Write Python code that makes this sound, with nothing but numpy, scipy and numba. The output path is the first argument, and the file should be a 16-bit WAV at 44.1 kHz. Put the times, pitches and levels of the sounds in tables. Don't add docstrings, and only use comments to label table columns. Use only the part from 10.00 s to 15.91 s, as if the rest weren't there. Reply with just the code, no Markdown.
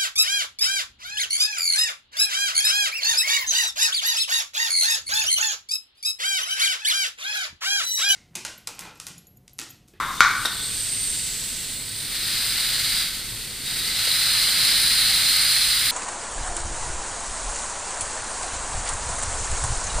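import sys
import numpy as np
from scipy import signal
from scipy.fft import rfft, irfft
from scipy.io import wavfile
from scipy.ndimage import uniform_filter1d
from numba import njit

SR = 44100
rng = np.random.default_rng(int(sys.argv[2]) if len(sys.argv) > 2 else 0)


def file_out(sig):
    cols = np.atleast_2d(sig).T
    lim = np.clip(cols, -1, 1)
    pcm = np.round(lim * 32767).astype(np.int16)
    wavfile.write(sys.argv[1], SR, pcm)


def nominal_scale(level):
    x = np.asarray(level, float) / 20
    return 10 ** x


N = 260631
TIME = np.arange(N) / SR
HZ = np.maximum(np.arange(N // 2 + 1) * SR / N, 1)


def level(x, db):
    return x * nominal_scale(db) / np.sqrt(np.mean(x ** 2))


def shape(points):
    hz, db = np.transpose(points)
    return nominal_scale(np.interp(np.log(HZ), np.log(hz), db))


def colour(x, gain):
    return irfft(rfft(x) * gain, N)


def walk(rate):
    hold = int(SR / rate)
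    steps = np.repeat(rng.standard_normal(N // hold + 1), hold)
    return 0.91 * uniform_filter1d(uniform_filter1d(steps, hold), hold)[:N]


def ring(x, modes):
    out = 0
    for k, (hz, width, db) in enumerate(modes):
        pole = np.exp((2j * np.pi * hz - np.pi * width) / SR)
        sign = (-1) ** k
        out = out + sign * nominal_scale(db) * signal.lfilter([1], [1, -pole], x).imag
    return out


def blows(rows, push_s):
    x = np.zeros(N)
    for s, db in rows:
        x[int(s * SR)] = nominal_scale(db)
    t = np.arange(64) / SR
    push = t * np.exp(-t / push_s)
    return signal.lfilter(push / push.sum(), 1, x)


@njit
def svf(x, hz, width):
    y, band, low = np.empty(len(x)), 0., 0.
    for i in range(len(x)):
        g = np.tan(np.pi * hz[i] / SR)
        k = width / hz[i]
        v = (band + g * (x[i] - low)) / (1 + g * (g + k))
        band = 2 * v - band
        low = low + 2 * g * v
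        y[i] = k * v
    return y


def resonance(hz, width):
    centre = hz * (1 + 0.013 * walk(25))
    tone = [svf(svf(n, centre, width), centre, width) for n in rng.standard_normal((2, N))]
    return level(np.array(tone), 0) * nominal_scale(1.6 * walk(30))


def whistle(rows, width):
    s, hz, db = np.transpose(rows)
    fade = np.clip(np.minimum(TIME - s[0], s[-1] - TIME) / 0.025, 0, 1)
    return resonance(np.interp(TIME, s, hz), width) * nominal_scale(np.interp(TIME, s, db)) * fade


def facing():
    # start_s, level_db
    opening = [(0, -47.5), (.2, -42.5), (.45, -35.5), (1.2, -35), (1.85, -37), (2.07, -34), (2.16, -30),
               (2.35, -27.5), (3.0, -25.5), (3.1, -32), (3.22, -35), (3.6, -36.5), (3.7, -29.5),
               (3.93, -28), (4.08, -24.5), (4.6, -23), (5.5, -23), (5.91, -23.5)]
    unshaded_db = -24
    cavity_db = np.interp(TIME, *np.transpose(opening))
    return cavity_db, unshaded_db - cavity_db


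def fingers():
    # start_s, share (0-1)
    escape = [
        (.35, 0.54),
        (.6, .5),
        (.9, 1),
        (1.3, 1),
        (1.7, 0.76),
        (1.8, 0.24),
        (2.1, 0.33),
    ]
    return np.interp(TIME, *np.transpose(escape))


def jet():
    # pitch_hz, level_db (per Hz)
    spectrum = [(500, -16), (1050, -13.5), (1400, -3.5), (2000, -2.5), (2900, -10.5), (3600, -12),
                (5100, -14), (5700, -18.5), (7000, -17), (8200, -12), (10000, -12), (10800, -13),
                (15500, -10)]
    # pitch_hz, width_hz, lift_db
    cavity = [(2110, 140, 1.5), (4185, 1850, 9.5), (4810, 710, 0), (8700, 1600, 5.5), (13200, 910, 0)]
    # from_hz, to_hz
    bands = [
        (600, 2900, 1200, 2700),
        (2900, 6200, 3300, 5300),
        (6200, 10300, 7300, 10000),
        (10300, 17000, 10500, 15000),
    ]
    # level_db (against the cavity), kept_db (per dB of shade), finger_db (added by the fingers)
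    shading = [
        (-7.5, -0.1029, 0),
        (-1, 0, 1),
        (-8.5, 0.38, 4),
        (-8, 0.05, -2),
    ]
    cavity_db, shade_db = facing()
    gain = shape(spectrum)
    for hz, width, db in cavity:
        gain = gain * nominal_scale(db / (1 + (2 * (HZ - hz) / width) ** 2))
    gust_db = .25 * walk(9) + 1.2 * walk(150)
    noise = rng.standard_normal((2, N)) * nominal_scale(gust_db)
    out = 0
    for (low, high, a, b), (rel_db, kept, finger_db) in zip(bands, shading):
        band = gain * ((1 + (low / HZ) ** 12) * (1 + (HZ / high) ** 12)) ** -.5
        band = band / np.sqrt(np.mean((gain * (HZ > a) * (HZ < b)) ** 2))
        band_db = cavity_db + rel_db + kept * shade_db + finger_db * fingers() + .5 * walk(15)
        out = out + colour(noise, band) * nominal_scale(band_db)
    return out


def palm_echo(x):
    lag_ms, cupped_ms, share = 0.17, 0.16, 0.1
    late = TIME - (lag_ms + cupped_ms * fingers()) / 1000
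    return np.array([(c + share * np.interp(late, TIME, c)) / np.sqrt(1 + share ** 2) for c in x])


def ridge():
    ridges = [(4060, 25, 490, -1, 1), (4844, 23.5, 420, -5, 0.35), (9470, 51, 1200, -8, 2.6),
              (2080, 4, 220, -15, 0)]
    drift, swell_db = .015, 1.2
    cavity_db, shade_db = facing()
    out = 0
    for hz, sag, width, db, loss in ridges:
        centre = (hz - sag * shade_db) * (1 + drift * walk(2.96))
        tone = resonance(centre, width)
        out = out + tone * nominal_scale(cavity_db + db - loss * shade_db + swell_db * walk(2.87))
    return out


def seal():
    # start_s, pitch_hz, level_db
    edge = [
        (.36, 8800, -37),
        (.55, 8350, -36.5),
        (.7, 8500, -29),
        (.87, 8400, -28),
        (1.05, 8700, -25),
        (1.2, 8760, -28.5),
        (1.3, 9050, -31),
    ]
    # start_s, length_s, first_hz, last_hz, peak_db
    glides = [
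        (1.02, .65, 7400, 8450, -31.5),
        (1.46, 0.74, 7400, 8600, -36.5),
        (1.57, 0.59, 8800, 9200, -35),
        (-.2, 0.56, 12750, 13200, -48),
        (1.15, .65, 11800, 10000, -46),
        (.5, .75, 12300, 12400, -51),
        (1.0, 1.6, 14900, 15000, -47),
        (0.42, 1.04, 4400, 4850, -40),
        (0.36, 0.46, 3480, 3620, -35.5),
        (-.25, .7, 3750, 3540, -43),
    ]
    glide_width, glide_ends_db = 0.092, 3
    spill = resonance(5430 + 0 * TIME, 8100) * nominal_scale(-35) * fingers()
    out = whistle(edge, 1000.0) + spill
    for s, length, first, last, db in glides:
        part = np.clip((TIME - s) / length, 0, 1)
        arch = np.sqrt(np.clip(np.sin(np.pi * part), 0, 1))
        swell = nominal_scale(db - glide_ends_db * (2 * part - 1) ** 2) * arch
        out = out + resonance(first + (last - first) * part, glide_width * first) * swell
    return out


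def pistol():
    # start_s, peak_db
    slaps = [
        (.2058, 7),
        (.2092, -27),
        (.2205, -23),
        (.2270, -13),
        (.2412, -17),
        (.2485, -5),
    ]
    # start_s, peak_db
    clicks = [
        (.4513, -11),
        (.4546, -11),
        (.4573, -11.5),
    ]
    # start_s, peak_db
    knocks = [(1.42, -44), (3.32, -36), (4.075, -22.5), (4.485, -27), (4.59, -29), (2.26, -34), (3.95, -35),
              (4.72, -35.5)]
    # pitch_hz, width_hz, level_db
    barrel = [(306, 150, -43), (750, 98, -31.5), (1142, 155, -4.5), (1458, 120, -1), (2280, 230, -2.5),
              (4000, 660, -3), (5330, 400, -22)]
    # pitch_hz, width_hz, level_db
    blast = [(3750, 710, -3.5), (6700, 2200, -3.5)]
    # pitch_hz, width_hz, level_db
    body = [(594, 470, -12.5), (1410, 250, 2), (1870, 610, 0)]
    # pitch_hz, width_hz, level_db
    spring = [(3690, 210, 3), (5470, 680, 1), (10400, 2400, 5.5)]
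    # pitch_hz, width_hz, level_db
    skin = [(477, 110, -3), (1000, 230, 3)]
    crack_db, crack_t60_s, front = -14, .009, 4
    rattle_s, rattle_rise_s, rattle_t60_s, rattle_db = .457, .035, .07, -35

    since = np.clip(TIME - slaps[0][0], 0, 1)
    puff = rng.standard_normal(N) * (since > 0) * nominal_scale(-60 * since / crack_t60_s)
    crack = ring(puff + front * blows(slaps[:1], .00001), [(8000, 6500, crack_db)])
    shot = ring(blows(slaps, .00005), barrel)

    late = TIME - rattle_s
    near = np.abs(late) < .1
    fall_db = -60 * np.maximum(late / rattle_t60_s, -late / rattle_rise_s)
    grit = rng.standard_normal(N) * nominal_scale(rattle_db + fall_db * near + 1.3 * walk(510)) * near
    small = ring(blows(clicks, .00005), body) + ring(grit, spring) + ring(blows(knocks, 0.00025), skin)

    direct = np.array([[1], [.3]]) * (shot + crack + small)
    room_blast = ring(blows(slaps[:1], .00001), blast)
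    return direct + walls(shot * nominal_scale(-5.0) + room_blast + small * nominal_scale(-6.5), 0.0022)


def walls(x, gap_s):
    # pitch_hz, t60_s
    decay = [(250, 0.3), (1200, 0.76), (2500, 0.66), (5000, 0.54), (10000, 0.19)]
    tail, noise = 0, rng.standard_normal((2, N))
    hz, t60 = np.transpose(decay)
    for k in range(len(hz)):
        share = np.interp(np.log(HZ), np.log(hz), np.arange(len(hz)) == k)
        tail = tail + colour(noise, share) * nominal_scale(-60 * TIME / t60[k])
    tail = (tail * np.clip(TIME / gap_s, 0, 1))[:, :SR]
    tail = tail / np.sqrt(np.mean(tail ** 2) * SR)
    return signal.fftconvolve(np.atleast_2d(x), tail, axes=1)[:, :N]


def earlier_shot():
    # pitch_hz, width_hz, level_db
    remains = [(1086, 102, -4), (1400, 290, -0.5), (1600, 210, -4.5), (2080, 310, -8), (3700, 540, -9.5)]
    tail = level(ring(rng.standard_normal((2, N)), remains), -23.5)
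    return tail * nominal_scale(-70 * TIME + 1.1 * walk(77))


def camera():
    # start_s, peak_db
    creaks = [(1.43, -36), (2.26, -41), (2.55, -41), (3.33, -37), (3.94, -40), (4.06, -39), (4.49, -38),
              (4.585, -33), (4.60, -35), (4.72, -37)]
    # pitch_hz, width_hz, level_db
    shell = [(960, 90, 0), (1180, 140, -1)]
    ticks_per_s, tick_db, scatter_db = 9, -49, 2
    chance = rng.random((int(ticks_per_s * N / SR), 2))
    ticks = [(a * (N - 1) / SR, tick_db - scatter_db * np.log(b + .1)) for a, b in chance]
    hiss = level(ring(rng.standard_normal(N), [(1010, 350, 0)]), -61)
    return hiss + ring(blows(ticks + creaks, .0001), shell)


def garage():
    # pitch_hz, level_db (per Hz)
    hum = [(12, -36), (20, 1), (43, 4), (70, -6), (123, -0.5), (300, -7.5), (374, -12), (452, -10.5),
           (574, -16), (1200, -22), (1560, -95), (2640, -120)]
    # pitch_hz, width_hz, level_db
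    motors = [(27.7, 8.5, -53), (58.3, 7.1, -57.5), (106.8, 8, -51.5)]
    # start_s, pitch_hz, level_db
    surge = [
        (.45, 108, -52),
        (.7, 110, -50),
        (.95, 110, -52),
    ]
    rumble = level(colour(rng.standard_normal((2, N)), shape(hum)), -44)
    out = rumble * nominal_scale(1.0 * walk(5.35)) + whistle(surge, 25.)
    for hz, width, db in motors:
        out = out + level(ring(rng.standard_normal((2, N)), [(hz, width, 0)]), db)
    return out


def scene():
    # pitch_hz, level_db
    ports = [(60, -20), (200, -20), (380, -13), (700, -17), (1290, -15.5), (2380, -31.5), (3500, -15.5),
             (5000, -9), (7000, 2), (9000, -8), (11500, -4), (15000, -2)]
    # start_s, pan_db (left minus right)
    turn = [
        (0.0, 1.5),
        (0.26, 1.5),
        (0.87, -1.5),
        (1.97, -1.5),
        (2.14, 0.0),
        (5.91, -1),
    ]
    seal_spread, garage_pan_db = .6, -0.1
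    gas = palm_echo(jet()) + ridge() + seal() * np.array([[1], [seal_spread]])
    gas = nominal_scale(-3.0) * gas + nominal_scale(-13.0) * walls(gas, 0.0058)
    mid, partner = gas + pistol() + earlier_shot()
    (hum, hum_partner), shell = garage(), camera()
    side = colour(partner + hum_partner, shape(ports))
    side = side + hum * (nominal_scale(garage_pan_db / 2) - 1) + shell
    mid = mid + hum + .7 * shell
    pan_db = np.interp(TIME, *np.transpose(turn))
    return np.array([nominal_scale(pan_db / 2) * (mid + side), nominal_scale(-pan_db / 2) * (mid - side)])


def top_cut(x):
    return signal.sosfilt(signal.butter(12, 16530, fs=SR, output="sos"), x)


def record(dry):
    top_hz = 15300
    flattened = np.clip(dry, -1, 1)
    return top_cut(colour(flattened, 1. * (HZ < top_hz)))


dry = scene()
out = record(dry)
file_out(out)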